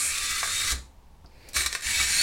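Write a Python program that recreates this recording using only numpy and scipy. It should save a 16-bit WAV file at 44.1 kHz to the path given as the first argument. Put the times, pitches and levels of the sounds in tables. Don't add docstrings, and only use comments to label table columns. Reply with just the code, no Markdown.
import sys
import numpy as np
from scipy import signal
from scipy.fft import rfft, irfft
from scipy.io import wavfile

SR = 44100
rng = np.random.default_rng(int(sys.argv[2]) if len(sys.argv) > 2 else 0)


def unload_audio(sound):
    columns = np.transpose(np.atleast_2d(sound))
    steps = np.round(np.clip(columns, -1, 1) * 32767)
    wavfile.write(sys.argv[1], SR, steps.astype(np.int16))


N = 97902


def undb(db):
    return 10 ** (np.asarray(db) / 20)


def unit(x):
    return x / np.sqrt(np.mean(x ** 2))


def clock():
    return np.arange(N) / SR


def bins(size=8192):
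    return np.maximum(np.arange(size + 1) * SR / (2 * size), 1)


def curve(rows):
    s, db = np.array(rows, float).T
    return undb(np.interp(clock(), s, db, left=-200, right=-200))


def colour(rows):
    hz, db = np.array(rows, float).T
    return np.interp(np.log(bins()), np.log(hz), db)


def shape(x, db):
    cepstrum = irfft(np.log(unit(undb(db)) + 1e-9))
    half = len(db) - 1
    cepstrum[1:half] *= 2
    cepstrum[half + 1:] = 0
    response = irfft(np.exp(rfft(cepstrum)))[:half]
    return signal.fftconvolve(x, response)[:N]


def noise(rows):
    return shape(rng.standard_normal(N), colour(rows))


def walk(rate):
    return unit(np.interp(clock() * rate, np.arange(N), rng.standard_normal(N)))


def fade(start, decay):
    age = clock() - start
    return (age >= 0) * np.exp(-np.abs(age) / decay)


# time in seconds, level in dB.
PRESSURE_1 = [(0, -30.5), (.07, -33), (.12, -30), (.33, -30), (.5, -29.5), (.62, -28.5), (.722, -26),
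              (.738, -42), (.76, -80)]
PRESSURE_2 = [(1.541, -35.5), (1.556, -26.5), (1.566, -23.5), (1.595, -25), (1.62, -27), (1.654, -31.5),
              (1.671, -40), (1.685, -51), (1.74, -37), (1.8, -49), (1.821, -53)]
PRESSURE_3 = [(1.821, -34), (1.838, -34), (1.857, -29), (1.92, -27), (2.02, -25), (2.055, -26.5),
              (2.108, -26), (2.17, -25), (2.22, -24.5)]
# time in seconds, level in dB.
SPLINTER_LEVEL = [(0, -26), (.085, -28.5), (.125, -43), (.2, -67)]
# frequency in Hz, relative level in dB.
SPLINTER_COLOUR = [(1900,-21),(2370,-16),(3000,-18.5),(6500,-4.5),(7300,-1),(8400,4),(9700,-4),(11000,-2.5),(11800,-14),(16000,-27)]
# frequency in Hz, relative level in dB.
RUMBLE_COLOUR = [(20, 7), (45, -18.5), (62, 7.5), (90, 4), (160, -21.5), (300, -35.5), (800, -50)]
RUMBLE_DB = -19
JUDDER_DB, JUDDER_PER_S = 1.03, 130


def scoring():
    out = curve(SPLINTER_LEVEL) * shape(fractures(), colour(SPLINTER_COLOUR))
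    spots = places()
    for stroke, rows in enumerate([PRESSURE_1, PRESSURE_2, PRESSURE_3]):
        pressure = curve(rows) * undb(JUDDER_DB * walk(JUDDER_PER_S))
        glass = sum(shape(spot * pressure * fractures(), sheet(stroke, vary=True)) for spot in spots)
        rumble = undb(RUMBLE_DB) * pressure * noise(RUMBLE_COLOUR)
        out = out + glass + rumble
    return out


FRACTURES_PER_S, FRACTURE_SPREAD_DB = 9000, 3.5


def fractures():
    hits = rng.random(N) < FRACTURES_PER_S / SR
    size = undb(FRACTURE_SPREAD_DB * rng.standard_normal(N))
    return unit(hits * rng.choice([-1, 1], N) * size)


PLACE_S = 0.07


def places(count=6):
    away = (clock() / PLACE_S - np.arange(count)[:, None]) % count - 1
    return np.cos(np.pi / 2 * np.minimum(np.abs(away), 1))


# frequency in Hz, relative level in dB in strokes one, two and three.
SHEET_BODY = [(200,-19,-15,-14),(427,-20.5,-10,-20.5),(970,-27.5,-18,-17),(1166,-9.5,-5,-14),(1600,-11.5,-15.5,-9.5),(2440,-10,-5.5,-5.5),(3110,-10.5,-11.5,-7.5),(4030,-4,2.5,-3),(4500,-7,-6,-5.5),(8500,-8,-5.5,-9.5),(10420,-8.5,-9,-7.5),(10530,-14,-9,-11.5),(16700,-24.5,-22.5,-25.5)]
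# centre in Hz, width in Hz, then the level in dB that each mode adds
SHEET_MODES = [(1236,180,6,-5,-20),(1630,33,7,13,9),(1814,230,4,13.5,8),(2300,120,8,6.5,7),(2620,64,-2,-1,8),(4390,83,3,6,3.5),(5600,120,0,5.5,2.5),(6290,130,1.5,5,5),(7167,136,6.5,5.5,11),(7830,140,5.5,4,-6),(8770,240,2,7,6.5)]
MODE_SPREAD_DB, MODE_SHIFT = 2.135, 0.00915


def sheet(stroke, vary=False):
    chance = vary * rng.standard_normal((len(SHEET_MODES), 2))
    peaks = 0
    for (hz, width, *db), (weight, shift) in zip(SHEET_MODES, chance):
        centre = hz * (1 + MODE_SHIFT * shift)
        power = undb(db[stroke] + MODE_SPREAD_DB * weight) ** 2
        peaks = peaks + power / (1 + (2 * (bins() - centre) / width) ** 2)
    body = colour([(hz, db[stroke]) for hz, *db in SHEET_BODY])
    return body + 10 * np.log10(1 + peaks)


# width in Hz, then a path
# of points holding time in seconds, frequency in Hz and level in dB.
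CONTACT_PATHS = [(257.4, [(0, 2327, -39), (.16, 2450, -38), (.4, 2700, -43.5)]), (80.4, [(.1, 1950, -46),
                 (.36, 1995, -43), (.73, 2060, -43)]), (139.5, [(.14, 3540, -43), (.48, 3610, -38),
                 (.73, 3820, -38.5)]), (260, [(.52, 3850, -51), (.72, 4070, -42), (.82, 4200, -67)]),
                 (218.2, [(1.85, 3570, -57), (1.96, 3660, -36.5), (2.02, 3950, -36), (2.09, 4230, -40.5),
                 (2.22, 4380, -24)]), (167, [(1.88, 7720, -37.5), (2.02, 7870, -36.5), (2.14, 8000, -39)]),
                 (134.4, [(2.09, 8540, -44), (2.15, 8620, -32.5), (2.22, 8740, -38)])]


def contact():
    out = 0
    for width, rows in CONTACT_PATHS:
        s, hz, db = np.array(rows, float).T
        phase = 2 * np.pi * np.cumsum(np.interp(clock(), s, hz)) / SR
        band = walk(2 * width) * np.cos(phase) + walk(2 * width) * np.sin(phase)
        out = out + curve(np.c_[s, db]) * band
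    return out


# start in seconds, level in dB, decay in seconds,
# brightness in dB per octave above 1 kHz.
BUMP_SNAPS = [(0.430, -17.5, 0.0026, -8), (1.533, -34.5, 0.0038, 1.5), (1.564, -20.5, 0.0093, -4),
              (1.6608, -18.5, 0.0074, 0), (1.661, -19, 0.0045, -2.5), (1.7278, -19, 0.0022, -2.5),
              (1.750, -17.5, 0.0036, -2.5), (1.808, -36, 0.0048, 0), (2, -22.5, 0.0074, -4.5)]
SNAP_LOW_HZ = 740


def snaps():
    glass = sheet(1) - 10 * np.log10(1 + (SNAP_LOW_HZ / bins()) ** 4)
    octaves = np.log2(np.maximum(bins(), 1000) / 1000)
    out = 0
    for s, db, decay, tilt in BUMP_SNAPS:
        burst = undb(db) * fade(s, decay) * rng.standard_normal(N)
        out = out + shape(burst, glass + tilt * octaves)
    return out


# start in seconds, length in seconds, pitch in Hz, peak level in dB.
WHEEL_SQUEAKS = [(2.171, .009, 7000, -26.5), (2.186, 0.027, 4400, -26.5)]
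SQUEAK_WOBBLE, WOBBLE_PER_S = 0.019, 550


def squeaks():
    out = 0
    for s, length, hz, db in WHEEL_SQUEAKS:
        progress = np.clip((clock() - s) / length, 0, 1)
        swell = np.sqrt(np.abs(np.sin(np.pi * progress)))
        pitch = hz * (1 + SQUEAK_WOBBLE * walk(WOBBLE_PER_S))
        out = out + undb(db) * swell * np.sin(2 * np.pi * np.cumsum(pitch) / SR)
    return out


# start in
# seconds, level in dB, # decay in seconds, centre in Hz, distance in octaves from the centre to the -6 dB
LIGHT_TICKS = [(0.751, -38, .006, 5000, .9), (1.245, -49.5, 0.005, 790, 0.76),
               (1.2602, -47.5, 0.0025, 4630, 0.14), (1.488, -38.5, 0.0052, 6950, 0.86)]


def ticks():
    out = 0
    for s, db, decay, hz, width in LIGHT_TICKS:
        burst = undb(db) * fade(s, decay) * rng.standard_normal(N)
        band = -20 * np.log10(1 + (np.log2(bins() / hz) / width) ** 2)
        out = out + shape(burst, band)
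    return out


# start in seconds, peak level of the boom in dB, level of the knock in dB.
BENCH_THUDS = [(0.637, -54, -45.5), (0.7225, -25.5, -37.5), (1.245, -60, -53), (1.562, -35, -57),
               (1.656, -37, -51), (1.86, -34.5, -66), (1.998, -37.5, -43.5)]
# frequency in Hz, relative level in dB.
BENCH_KNOCK_COLOUR = [(30, 0), (220, -10.5), (330, -13), (500, -17), (1000, -21.5), (3000, -87)]
BENCH_HZ, BENCH_T60_S = 63, 0.35
KNOCK_S, KNOCK_TAIL_S, KNOCK_TAIL_DB = 0.023, 0.089, -8.5


def bench():
    boom, jolts = 0, 0
    for s, boom_db, knock_db in BENCH_THUDS:
        swing = np.sin(2 * np.pi * BENCH_HZ * (clock() - s))
        boom = boom + undb(boom_db) * fade(s, BENCH_T60_S / np.log(1000)) * swing
        knock = fade(s, KNOCK_S) + undb(KNOCK_TAIL_DB) * fade(s, KNOCK_TAIL_S)
        jolts = jolts + undb(knock_db) * knock
    return boom + shape(jolts * rng.standard_normal(N), colour(BENCH_KNOCK_COLOUR))


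# time in seconds, level in dB.
HAND_LEVEL = [(1.24, -78), (1.33, -62), (1.42, -55.5), (1.5, -51), (1.55, -54)]
# frequency in Hz, relative level in dB.
HAND_COLOUR = [(100, 2), (500, 6.5), (1200, -7), (2400, 4.5), (3300, -9), (4600, 1), (6000, -12),
               (15000, -19)]


def hand_slide():
    return curve(HAND_LEVEL) * noise(HAND_COLOUR)


RING_T60_S, RING_DB = 0.084, -6.5
ROOM_T60_S, ROOM_DB, ROOM_DAMP_HZ = 0.29, -5, 9100


def echoes(t60, db):
    decay = fade(0.0016, t60 / np.log(1000)) * rng.standard_normal(N)
    return undb(db) * unit(decay) / np.sqrt(N)


def room(x):
    ring = sum(signal.fftconvolve(spot * x, echoes(RING_T60_S, RING_DB))[:N] for spot in places())
    damping = signal.butter(1, ROOM_DAMP_HZ, fs=SR)
    tail = signal.lfilter(*damping, echoes(ROOM_T60_S, ROOM_DB))
    energy = 1 + undb(RING_DB) ** 2 + np.sum(tail ** 2)
    return (x + ring + signal.fftconvolve(x, tail)[:N]) / np.sqrt(energy)


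# frequency in Hz, relative level in dB per Hz.
AIR_COLOUR = [(20,-5),(70,-5.5),(95,-13),(200,-21),(300,-25),(660,-30),(897,-23),(1300,-36),(4000,-41),(16000,-50.5)]
AIR_DB = -52
HUM_HZ, HUM_DB = 62.5, -62


def air_and_hum():
    hum = undb(HUM_DB) * np.sin(2 * np.pi * HUM_HZ * clock())
    return undb(AIR_DB) * noise(AIR_COLOUR) + hum


def scene():
    cutter = room(scoring() + contact() + snaps() + ticks() + squeaks())
    return np.tile(cutter + bench() + hand_slide() + air_and_hum(), (2, 1))


TOP_HZ = 16100


def record(dry):
    low_pass = signal.ellip(10, .2, 80, TOP_HZ, fs=SR, output="sos")
    return signal.sosfilt(low_pass, dry)


dry = scene()
out = record(dry)
unload_audio(out)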